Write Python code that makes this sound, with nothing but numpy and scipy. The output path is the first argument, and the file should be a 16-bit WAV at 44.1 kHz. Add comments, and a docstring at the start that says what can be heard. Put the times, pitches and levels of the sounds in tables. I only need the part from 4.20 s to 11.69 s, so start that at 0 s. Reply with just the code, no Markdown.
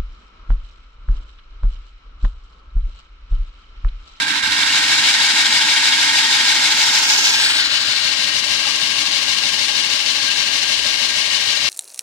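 """An electric core drill on a stand cuts into a concrete wall outdoors, a little over six turns a second.
Noise that repeats with each turn is the diamond grit scraping its groove; friction at tight spots shapes its
force, and resonances of the steel barrel colour it. The motor is a set of sine orders that sag with the load.
Thumps, squeaks, shudder, hum, knocks and gusts lie around it. Two microphones start close, then turn away."""
import sys
import numpy as np
from scipy import signal
from scipy.fft import rfft, irfft, next_fast_len
from scipy.io import wavfile
from scipy.ndimage import map_coordinates

SR = 44100
rng = np.random.default_rng(int(sys.argv[2]) if len(sys.argv) > 2 else 0)


def store_wav(level_fs):
    """Save 16-bit WAV to argv[1]."""
    pcm = np.round(np.clip(np.atleast_2d(level_fs), -1, 1) * 32767)
    wavfile.write(sys.argv[1], SR, pcm.T.astype(np.int16))


N = 330309
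TIME = np.arange(N) / SR
SIZE = next_fast_len(N)
HZ = np.fft.rfftfreq(SIZE, 1 / SR)

PINION_TEETH = 7  # the whine is this order of the motor shaft
TURN_AWAY_S, TURN_FADE_S = 3.28, .13  # the microphones swing away from the rig once
AIM_AT_REST = 0.23  # share by which the ports point at the bit before the swing

# resonances of the barrel and stand: (frequency [Hz], width [Hz], lift beside the rig left [dB], right [dB],
# lift turned away left [dB], right [dB])
BARREL_RINGS = [(814, 40, 0.5, 3.5, 7, 9.5), (980, 42, 2.5, 3, -2, -2), (1573, 105, 8, 6, 3, 2.5),
                (1638, 65, 1.5, 10, 4, 3), (2166, 110, 10, 9.5, 7, 3), (2334, 35, 8.5, 6, 7, -2),
                (2730, 110, 1.5, 5.5, 4.5, 6), (3554, 135, 1.5, 1.5, 4.5, 8.5), (3820, 31, 6.5, 2.5, 3, 6),
                (4300, 50, -2.5, -2, 3, 6)]
# coherence of the microphone pair: (frequency [Hz], likeness [0-1], left lead beside the rig [rad],
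# left lead turned away [rad])
PORT_PAIR = [(80, 0.97, 0.23, 10), (290, 1, 0.94, 0.5), (560, 0.3, 2.2, 1.5), (637, 0.95, 0.012, -4.5),
             (960, 0.48, 0.12, 0.5), (1690, 0.86, 1.1, -0.5), (2580, 0.34, 0.34, -3),
             (2810, 0.4, 0.077, -2.5), (3850, 0.42, 0.29, 2.5), (4760, 0.029, 2.8, 1.5)]


def amp(db):
    """Logarithmic level: decibels to amplitude gain."""
    return 10 ** (np.asarray(db) / 20)


def unit(x):
    """Power normalisation to rms 1."""
    return x / np.sqrt(np.mean(x ** 2) + 1e-20)


def spectra(rows):
    """Spectral envelopes: the columns of a table interpolated along log frequency."""
    hz, *columns = np.transpose(rows)
    return np.array([np.interp(np.log(HZ + 1), np.log(hz), column) for column in columns])


def wave(spectrum):
    """Fourier synthesis: from a spectrum back to sound."""
    return irfft(spectrum, SIZE)[..., :N]


def wander(rate_hz):
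    """Low-pass random process of rms 1 that changes up to about the given rate."""
    noise = rfft(rng.standard_normal(SIZE))
    return unit(wave(noise * np.exp(-(HZ / rate_hz) ** 2)))


def band(hz, width_hz):
    """Band-pass noise of rms 1 around one frequency."""
    noise = rfft(rng.standard_normal(SIZE))
    return unit(wave(noise * np.exp(-((HZ - hz) / width_hz) ** 2)))


def swell(at, rise, fall):
    """Two-sided Gaussian envelope that reaches 1 at the given time."""
    return np.exp(-((TIME - at) / np.where(TIME < at, rise, fall)) ** 2)


def swells(rows):
    """Superposed Gaussian humps of level, in dB."""
    return sum(db * swell(at, rise, fall) for at, rise, fall, db in rows)


def step(at, fade):
    """Sigmoid transition from 0 to 1 around the given time."""
    return .5 + .5 * np.tanh((TIME - at) / (2 * fade))


def curve(rows):
    """Piecewise linear course in time."""
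    return np.interp(TIME, *np.transpose(rows))


def passing(turns, place, width):
    """Periodic angular window: 1 each time the bit passes one spot of the bore."""
    offset = (turns - place + .5) % 1 - .5
    return np.exp(-(offset / width) ** 2)


def microphone_aim():
    """Directivity weights 0-1: ports turned away, aimed at the bit, edge-on and shaded."""
    away = step(TURN_AWAY_S, TURN_FADE_S)
    # early in the swing the ports point at the bit; late in it they pass it edge-on
    aimed = AIM_AT_REST * (1 - away) + (1 - AIM_AT_REST) * swell(at=3.04, rise=0.39, fall=0.19)
    edge_on = swell(at=3.27, rise=0.39, fall=0.6)
    # an arm shades the ports at first; the rig keeps a share of that shade
    rig_shade = 0.13
    shaded = 1 - (1 - rig_shade) * step(at=0.46, fade=0.094)
    return np.clip([away, aimed, edge_on, shaded], 0, 1)


def lee(hz, away, shade_db=-12, edge_hz=400):
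    """Acoustic shadow: turned away, the right port loses up to shade_db of a tone above the edge."""
    right_only = np.array([[0], [1]])
    return amp(right_only * away * shade_db / (1 + (edge_hz / hz) ** 6))


def surface(turns, memory, size, count):
    """Periodic roughness with autoregressive wear: met again on each turn, slowly given a new shape."""
    fresh = rng.standard_normal((2, count, size))  # (port, turn, point along the turn)
    innovation = np.sqrt(1 - memory ** 2)
    worn = signal.lfilter([innovation], [1, -memory], fresh[:, 1:], axis=1, zi=memory * fresh[:, :1])[0]
    return np.array([np.interp(turns * size, np.arange(side.size), side.ravel()) for side in worn])


def grit(grain_db=.8, clump_db=.35, grain_hz=900, clump_hz=70):
    """Brittle fracture as amplitude modulation: chips break out in tiny bursts and longer clumps."""
    return unit(amp(grain_db * wander(grain_hz) + clump_db * wander(clump_hz)))


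def flecks(count=3600, low_hz=1500, high_hz=6000, ring_s=.003, spread_db=3.5):
    """Impulse excitation: hard grains snap off, each ringing the steel for a moment at one of the ports."""
    t = np.arange(0, 5 * ring_s, 1 / SR)
    out = np.zeros((2, N))
    for when, pitch, size, side in rng.random((count, 4)):
        hz = low_hz * (high_hz / low_hz) ** pitch
        ring = np.sin(2 * np.pi * hz * t) * np.exp(-t / ring_s)
        start = int(when * (N - len(t)))
        out[int(2 * side), start:start + len(t)] += ring * amp(-spread_db * np.log(size + .04))
    return unit(out)


def rasping(pitch_hz, gear_share=.3, flecks_db=-12, motor_turns_per_gear_turn=6):
    """Random chips joined by quasi-periodic gear rattle, whose close lines waver with the motor."""
    gear_turns = np.cumsum(pitch_hz) / SR / PINION_TEETH / motor_turns_per_gear_turn
    teeth = unit(surface(gear_turns, memory=.95, size=1000, count=345))
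    chips = np.sqrt(1 - gear_share ** 2) * rng.standard_normal((2, N)) + gear_share * teeth
    return chips * grit() + amp(flecks_db) * flecks()


def scraping(turns, chips, groove_share=.86, repeat_hz=5000):
    """Roughness excitation: the groove's bumps recur on every turn, less so towards the finest chips."""
    groove = surface(turns, memory=.84, size=6900, count=52) * grit()
    repeats = groove_share / np.sqrt(1 + (HZ / repeat_hz) ** 4)
    return wave(repeats * rfft(groove, SIZE) + np.sqrt(1 - repeats ** 2) * rfft(chips, SIZE))


def cutting(contact, force, rasp_hz=1900):
    """Force-dependent excitation: the high rasp follows the force, the ringing below it its square root."""
    fine = 1 - 1 / (1 + (HZ / rasp_hz) ** 8)
    rasp = fine * rfft(contact * force, SIZE)
    ringing = (1 - fine) * rfft(contact * np.sqrt(force), SIZE)
    return (rasp + ringing) * np.sqrt(SR / 2)  # 0 dB per Hz


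def ports(drive, likeness, lead):
    """Partial coherence: two unrelated spectra become a partly alike, phase-shifted pair."""
    same = np.clip(likeness, 0, 1)
    right = same * drive[0] + np.sqrt(1 - same ** 2) * drive[1]
    return np.array([drive[0], right * np.exp(-1j * lead)])


def barrel(lifts_db, low_hz=340):
    """Modal resonance: gain of the steel barrel's rings at both ports; it radiates little bass."""
    hz, width = np.transpose(BARREL_RINGS)[:2, :, None]
    peaks = 1 / (1 + (2 * (HZ - hz) / width) ** 2)
    power = abs(1 + (amp(lifts_db) ** 2 - 1) @ peaks)
    return np.sqrt(power / (1 + (low_hz / (HZ + 1)) ** 8))


def tinted(spectrum, colour, share):
    """Linear filtering: what a colour adds to the sound as its share rises from 0 to 1."""
    return share * wave(spectrum * (amp(spectra(colour)) - 1))


def swung(pair, lead_ms=0.23):
    """Interaural-type delay: the right port gains a small lead as the swing starts."""
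    lead = lead_ms * SR / 1000 * step(at=2.84, fade=0.037)
    right = map_coordinates(pair[1], [np.arange(N) + lead], order=3, mode="nearest")
    return np.array([pair[0], right])


def grinding(contact, load_db):
    """Source-filter radiation: the cut rings the barrel, coloured by the way the microphones point."""
    # grinding before the barrel's rings, beside the rig and turned away:
    # (frequency [Hz], left [dB per Hz], right [dB per Hz])
    near_density = [(510, -71.5, -71.5), (758, -68, -70), (846, -57, -59), (885, -56, -53), (999, -60, -62),
                    (1047, -58, -67), (1093, -66.5, -67), (1450, -59, -56), (2050, -60.5, -57),
                    (2530, -53.5, -60), (2780, -53.5, -56), (3770, -48.5, -52.5), (4870, -50, -55),
                    (5830, -58.5, -61.5), (7300, -63, -57.5), (9380, -69, -64.5), (10720, -78.5, -81.5),
                    (15500, -86, -87.5)]
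    away_density = [(345, -74, -84), (418, -68, -77.5), (630, -62.5, -76.5), (764, -67.5, -76),
                    (904, -66, -72.5), (1090, -60.5, -63), (1295, -70, -71), (2030, -58.5, -66),
                    (2440, -58, -77), (2680, -53.5, -69), (2956, -48, -65), (3440, -56.5, -67.5),
                    (4120, -50.5, -60), (5960, -56.5, -66), (7720, -65, -75.5), (9280, -68.5, -75),
                    (11000, -76, -85.5), (15500, -87, -90.5)]
    # colour of the ports aimed at the bit, edge-on, shaded, and sweeping past the motor with extra hiss:
    # (frequency [Hz], left [dB], right [dB])
    aimed_colour = [(400, 5, 0), (600, 5.5, 0), (720, 5.5, -6), (870, 4.5, -1), (1410, -6, 1),
                    (1630, -6, -4.5), (1870, -8, -5.5), (2200, -8, -1), (2820, 6.5, -6), (3660, -2, -13),
                    (4270, -0.5, -4), (5450, 3, 11.5), (6530, 3.5, 9), (8000, 2, -3), (9600, 1, -1.5),
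                    (11200, 6, 14.5), (15500, 4, 9)]
    edge_colour = [(600, -1.5, -3), (1040, -1, 1), (1460, 15.5, 1), (1770, -12, 9), (2190, 3, 6),
                   (2920, 0, -2), (3800, 2, 7.5), (4540, 5, 2), (6040, -3.5, -7), (7000, 2.5, 3),
                   (8500, 2, 5), (10400, -8, -1), (15000, 2, 8)]
    shaded_colour = [(280, 6, 8), (480, -11, -9), (700, -22, 1), (945, 4, -3), (1660, -6, 3), (2000, -3, 3),
                     (2780, -4, 2.5), (3200, -18, 5), (3500, -9, 5.5), (3880, -1, 3), (5200, -5, -3.5),
                     (5600, -8, 6), (6050, -6, -4.5), (9100, -2, -1), (15000, -12, -1)]
    hissy_colour = [(500, 6, -2), (930, -2, 0), (1350, -4, 3), (1600, 0, -1), (2480, 6, 0), (4000, 2, 1),
                    (6260, 1.5, 5), (8100, 10.5, 9.5), (10000, 2, -2), (13000, 9, 13)]
    away, aimed, edge_on, shaded = microphone_aim()
    likeness, lead_near, lead_away = spectra(PORT_PAIR)
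    lifts_near, lifts_away = np.split(np.transpose(BARREL_RINGS)[2:], 2)

    near = ports(cutting(contact, amp(load_db)), likeness, lead_near)
    near = near * barrel(lifts_near) * amp(spectra(near_density))
    close = swung(wave(near) + tinted(near, aimed_colour, aimed) + tinted(near, shaded_colour, shaded))
    close = close + tinted(near, hissy_colour, swell(at=3.33, rise=0.15, fall=.09))

    far = ports(cutting(contact[::-1], amp(load_db)), likeness, lead_away)  # the ports trade places
    far = far * barrel(lifts_away) * amp(spectra(away_density))
    turned = wave(far) + tinted(far, edge_colour, edge_on)
    return np.cos(away * np.pi / 2) * close + np.sin(away * np.pi / 2) * turned


def chatter(turns, load_db, flare_db=4.7):
    """Friction-excited modes: each ring flares at its own places in the turn, harder under load."""
    # rings as the barrel rubs the bore, before the losses by aim below:
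    # (frequency [Hz], width [Hz], level beside the rig [dB], level turned away [dB])
    rubbed_rings = [(2236, 59, -28.5, -45), (2410, 48, -45, -48), (2870, 60, -39, -31),
                    (3150, 66, -34, -39), (3734, 140, -30, -29), (4033, 55, -33, -29.5),
                    (4620, 90, -43, -45)]
    away, aimed, _, shaded = microphone_aim()
    out = np.zeros((2, N))
    for hz, width_hz, near_db, away_db in rubbed_rings:
        roughness = surface(turns, memory=.85, size=11, count=52)[0]
        flare = unit(amp(flare_db * roughness + load_db))
        level = amp(near_db + (away_db - near_db) * away - 3.1 * aimed)
        out += level * flare * np.array([band(hz, width_hz), band(hz, width_hz)])
    return out * amp([-7 * shaded, -4 - 11 * away])  # shade dulls the left port, turning away the right


def thumps(turns, uneven_db=2.0, smear=1.0, shade_db=-5, aimed_db=-8):
    """Periodic impact: short rings of the barrel, once a turn each, never quite equally strong."""
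    # the same spots of every turn, levels before shade and aim: (place [share of the turn],
    # half width [turns], frequency [Hz], level beside the rig [dB], level turned away [dB])
    struck_spots = [(0.205, 0.043, 235, -38, -54), (0.12, 0.023, 250, -45, -47),
                    (0.54, 0.04, 235, -52, -43.5), (0.95, 0.027, 200, -58, -48),
                    (0.46, 0.14, 115, -56.5, -48.5), (0.018, 0.032, 400, -46, -51),
                    (0.453, 0.045, 595, -44, -38), (0.057, 0.048, 800, -57, -45),
                    (0.62, 0.044, 790, -37, -58), (0.34, .04, 940, -39, -50), (0.64, 0.039, 1300, -50, -40),
                    (0.55, 0.029, 2200, -38, -38), (.39, 0.032, 2350, -31, -46),
                    (.41, 0.021, 2750, -40, -32), (0.67, .05, 3650, -30, -40)]
    away, aimed, _, shaded = microphone_aim()
    out = 0
    for place, width, hz, near_db, away_db in struck_spots:
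        # as the ports swing towards the bit, the high pings weaken
        off_axis_db = aimed_db * (aimed - AIM_AT_REST) * (hz > 2000) * (1 - away)
        level = amp(near_db + (away_db - near_db) * away + off_axis_db) * unit(amp(uneven_db * wander(1.8)))
        tone = np.sin(2 * np.pi * hz * TIME + smear * wander(35))
        out = out + lee(hz, away) * level * passing(turns, place, width) * tone
    return np.sqrt(2) * out * amp(shade_db * shaded)


def squeak(turns, hz=3230, place=0.018, length=0.058, rough=0.7, right_db=-6):
    """Frictional tone: a short rubbed note with unsteady phase at one spot of every turn."""
    # spells of squeaking: (time [s], build-up [s], release [s], level in the left port [dB])
    squeak_spells = [(1.65, 0.54, 0.94, -15.5), (3.25, 0.2, 0.092, -22)]
    tone = np.sqrt(2) * np.sin(2 * np.pi * hz * TIME + rough * wander(80))
    level = sum(amp(db) * swell(at, rise, fall) for at, rise, fall, db in squeak_spells)
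    return tone * passing(turns, place, length) * level * amp([[0], [right_db]])


def motor(pitch_hz, jitter_hz=7, flutter_db=3.5, lead=1.67, away_db=-4):
    """Harmonic orders of one shaft: they sag together, and each flutters on its own."""
    # weaker orders: (multiple of the shaft speed, level beside the rig [dB])
    weak_orders = [(1, -54), (3, -50.5), (4, -46), (9, -35), (12, -38), (14, -50)]
    # the two loud orders: (multiple, beside the rig left [dB], right [dB], turned away left [dB], right [dB],
    # change when shaded left [dB], right [dB], change when aimed [dB])
    loud_orders = [(7, -23.5, -30.5, -38.5, -44.5, -9, 2.5, -9.5), (6, -42, -31.5, -34, -46, 8.5, 7.5, 4)]
    # the pinion whine swells in the left port: (time [s], build-up [s], release [s], rise [dB])
    whine_swells = [(4.05, 0.72, 0.31, 7.5), (7.1, 0.55, .9, 7.5)]
    away, aimed, _, shaded = microphone_aim()
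    shaft = 2 * np.pi * np.cumsum(pitch_hz + jitter_hz * wander(61.0)) / SR / PINION_TEETH
    shaft = shaft - np.array([[0], [lead]]) / PINION_TEETH  # the sound reaches the right port later
    lines = []
    for order, db in weak_orders:
        gain = amp(db + away_db * away) * lee(order * pitch_hz[0] / PINION_TEETH, away)
        lines.append((round(order), gain))
    for order, *pairs, aimed_db in loud_orders:
        near_db, far_db, shade_db = np.reshape(pairs, (-1, 2, 1))
        db = near_db * (1 - away) + far_db * away + shade_db * shaded + aimed_db * aimed
        if round(order) == PINION_TEETH:
            db[0] += swells(whine_swells)
        lines.append((round(order), amp(db)))
    tones = sum(gain * unit(amp(flutter_db * wander(54))) * np.sin(order * shaft) for order, gain in lines)
    return np.sqrt(2) * tones


def shudder(contact, swing_hz, jolt_db_per_hz=0.24):
    """Structure-borne vibration: stand and wall shake hardest where the bit drags the motor down."""
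    # low-frequency shaking, before its course in time: (frequency [Hz], density [dB per Hz])
    rumble_density = [(15, -85), (45, -80.5), (70, -78), (105, -71.5), (180, -72), (220, -67.5),
                      (310, -74.5), (380, -84), (700, -100)]
    # course of the shaking: (time [s], level change [dB])
    shaking_course = [(0, 2.5), (2, -0.5), (3.6, .5), (4.8, -.5), (7.49, -1)]
    likeness, lead, _ = spectra(PORT_PAIR)
    drive = cutting(contact, unit(amp(-jolt_db_per_hz * swing_hz)))
    return wave(ports(drive, likeness, lead) * amp(spectra(rumble_density))) * amp(curve(shaking_course))


def hum(waver=.55, throb_db=3.2):
    """Phase and amplitude modulation: sustained low tones of the motor's supply and casing waver and throb."""
    # levels in the left port: (frequency [Hz], beside the rig [dB], turned away [dB])
    hum_tones = [(80.5, -70, -61.5), (113.5, -58, -62), (300, -46.5, -49), (580, -63, -51), (889, -47, -57)]
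    away = microphone_aim()[0]
    out = 0
    for hz, near_db, far_db in hum_tones:
        level = amp(near_db + (far_db - near_db) * away) * unit(amp(throb_db * wander(25)))
        out = out + lee(hz, away) * level * np.sin(2 * np.pi * hz * TIME + waver * wander(16))
    return np.sqrt(2) * out


def knocks(right_db=-3):
    """Transient tone bursts: brief dull knocks on the rig and the hand-held camera under the drilling."""
    # single knocks: (time [s], half length [s], frequency [Hz], level in the left port [dB])
    single_knocks = [(.29, .02, 85, -43), (.52, .02, 90, -51), (.795, .016, 131, -41),
                     (4.454, .004, 1270, -29), (4.475, 0.0081, 830, -30), (4.492, 0.0083, 1160, -32)]
    rings = 0
    for at, length, hz, db in single_knocks:
        rings = rings + amp(db) * swell(at, length, length) * np.sin(2 * np.pi * hz * (TIME - at))
    return np.sqrt(2) * rings * amp([[0], [right_db]])


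def buffet(hz=55, width_hz=45, lumpy_db=3, calm_db=-65.5):
    """Flow noise: air moving past the hand-held camera makes a faint, lumpy rumble."""
    # soft gusts: (time [s], build-up [s], release [s], rise over the calm [dB])
    soft_gusts = [(.4, .5, .35, 15), (3.7, .8, 1.2, 3), (6.45, .35, .9, 9)]
    return band(hz, width_hz) * unit(amp(lumpy_db * wander(7))) * amp(calm_db + swells(soft_gusts))


def scene():
    """Coupled rotation: the bit's angle sets the friction, and the friction makes the motor sag."""
    # motor speed as its pinion whine, before the sag: (time [s], pitch [Hz])
    whine_course = [(0, 1855), (.8, 1859), (3, 1877), (3.8, 1865), (5.7, 1885), (6.2, 1872), (7.49, 1873)]
    # pressure on the feed lever: (time [s], level [dB])
    feed_course = [(.24, -4), (.36, -1.7), (.55, 0.14), (2.4, 0.5), (3.2, -0.5), (4.3, 0.5), (7.49, 0.54)]
    # the bit slips (below 0) or bites: (time [s], build-up [s], release [s], load change [dB])
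    slips_and_bites = [(.025, 0.0068, 0.0086, 6), (.066, 0.012, .003, -8), (.18, 0.014, 0.02, 3),
                       (.22, 0.014, .005, -8), (.229, .002, 0.014, 1), (.33, .01, 0.02, 3.5),
                       (.572, 0.013, .016, 0.5), (.62, .015, 0.012, -1.5), (.89, 0.059, .02, 1.3),
                       (2.905, 0.013, 0.011, 2), (3.05, .027, .027, 1.5), (3.487, .018, .018, -2),
                       (4.22, 0.021, 0.019, -2)]
    # loose or tight spots of the bore, before centring and growth:
    # (place [share of the turn], half width [turns], friction [dB])
    bore_spots = [(.03, 0.045, 1.2), (.19, 0.17, -3), (.85, 0.082, -3)]
    whine_cycles_per_turn = 293.3
    surge_growth = .15  # the surge of each turn stands out more once turned away
    sag_hz_per_db, inertia_s = 12, 0.013  # friction drags the whine down, a little late

    pitch_hz = curve(whine_course)
    turns = np.cumsum(pitch_hz) / SR / whine_cycles_per_turn
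    friction_db = sum(db * passing(turns, place, width) for place, width, db in bore_spots)
    friction_db = (friction_db - friction_db.mean()) * (1 + surge_growth * step(TURN_AWAY_S, TURN_FADE_S))
    keep = np.exp(-1 / (inertia_s * SR))
    swing_hz = -sag_hz_per_db * signal.lfilter([1 - keep], [1, -keep], friction_db)
    load_db = curve(feed_course) + friction_db + swells(slips_and_bites)

    contact = scraping(turns, rasping(pitch_hz + swing_hz))
    cut = grinding(contact, load_db) + chatter(turns, load_db) + thumps(turns) + squeak(turns)
    machine = motor(pitch_hz + swing_hz) + shudder(contact, swing_hz) + hum()
    return cut + machine + knocks() + buffet()


def record(dry, ceiling=.95, cutoff_hz=15850):
    """Soft saturation and low-pass filtering: the highest peaks are rounded off and the band limited."""
    rounded = dry / (1 + (dry / ceiling) ** 8) ** (1 / 8)
    lowpass = signal.firwin(511, cutoff_hz, window=("kaiser", 9), fs=SR)
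    return signal.oaconvolve(rounded, lowpass[None], "same", axes=1)


dry = scene()
out = record(dry)
store_wav(out)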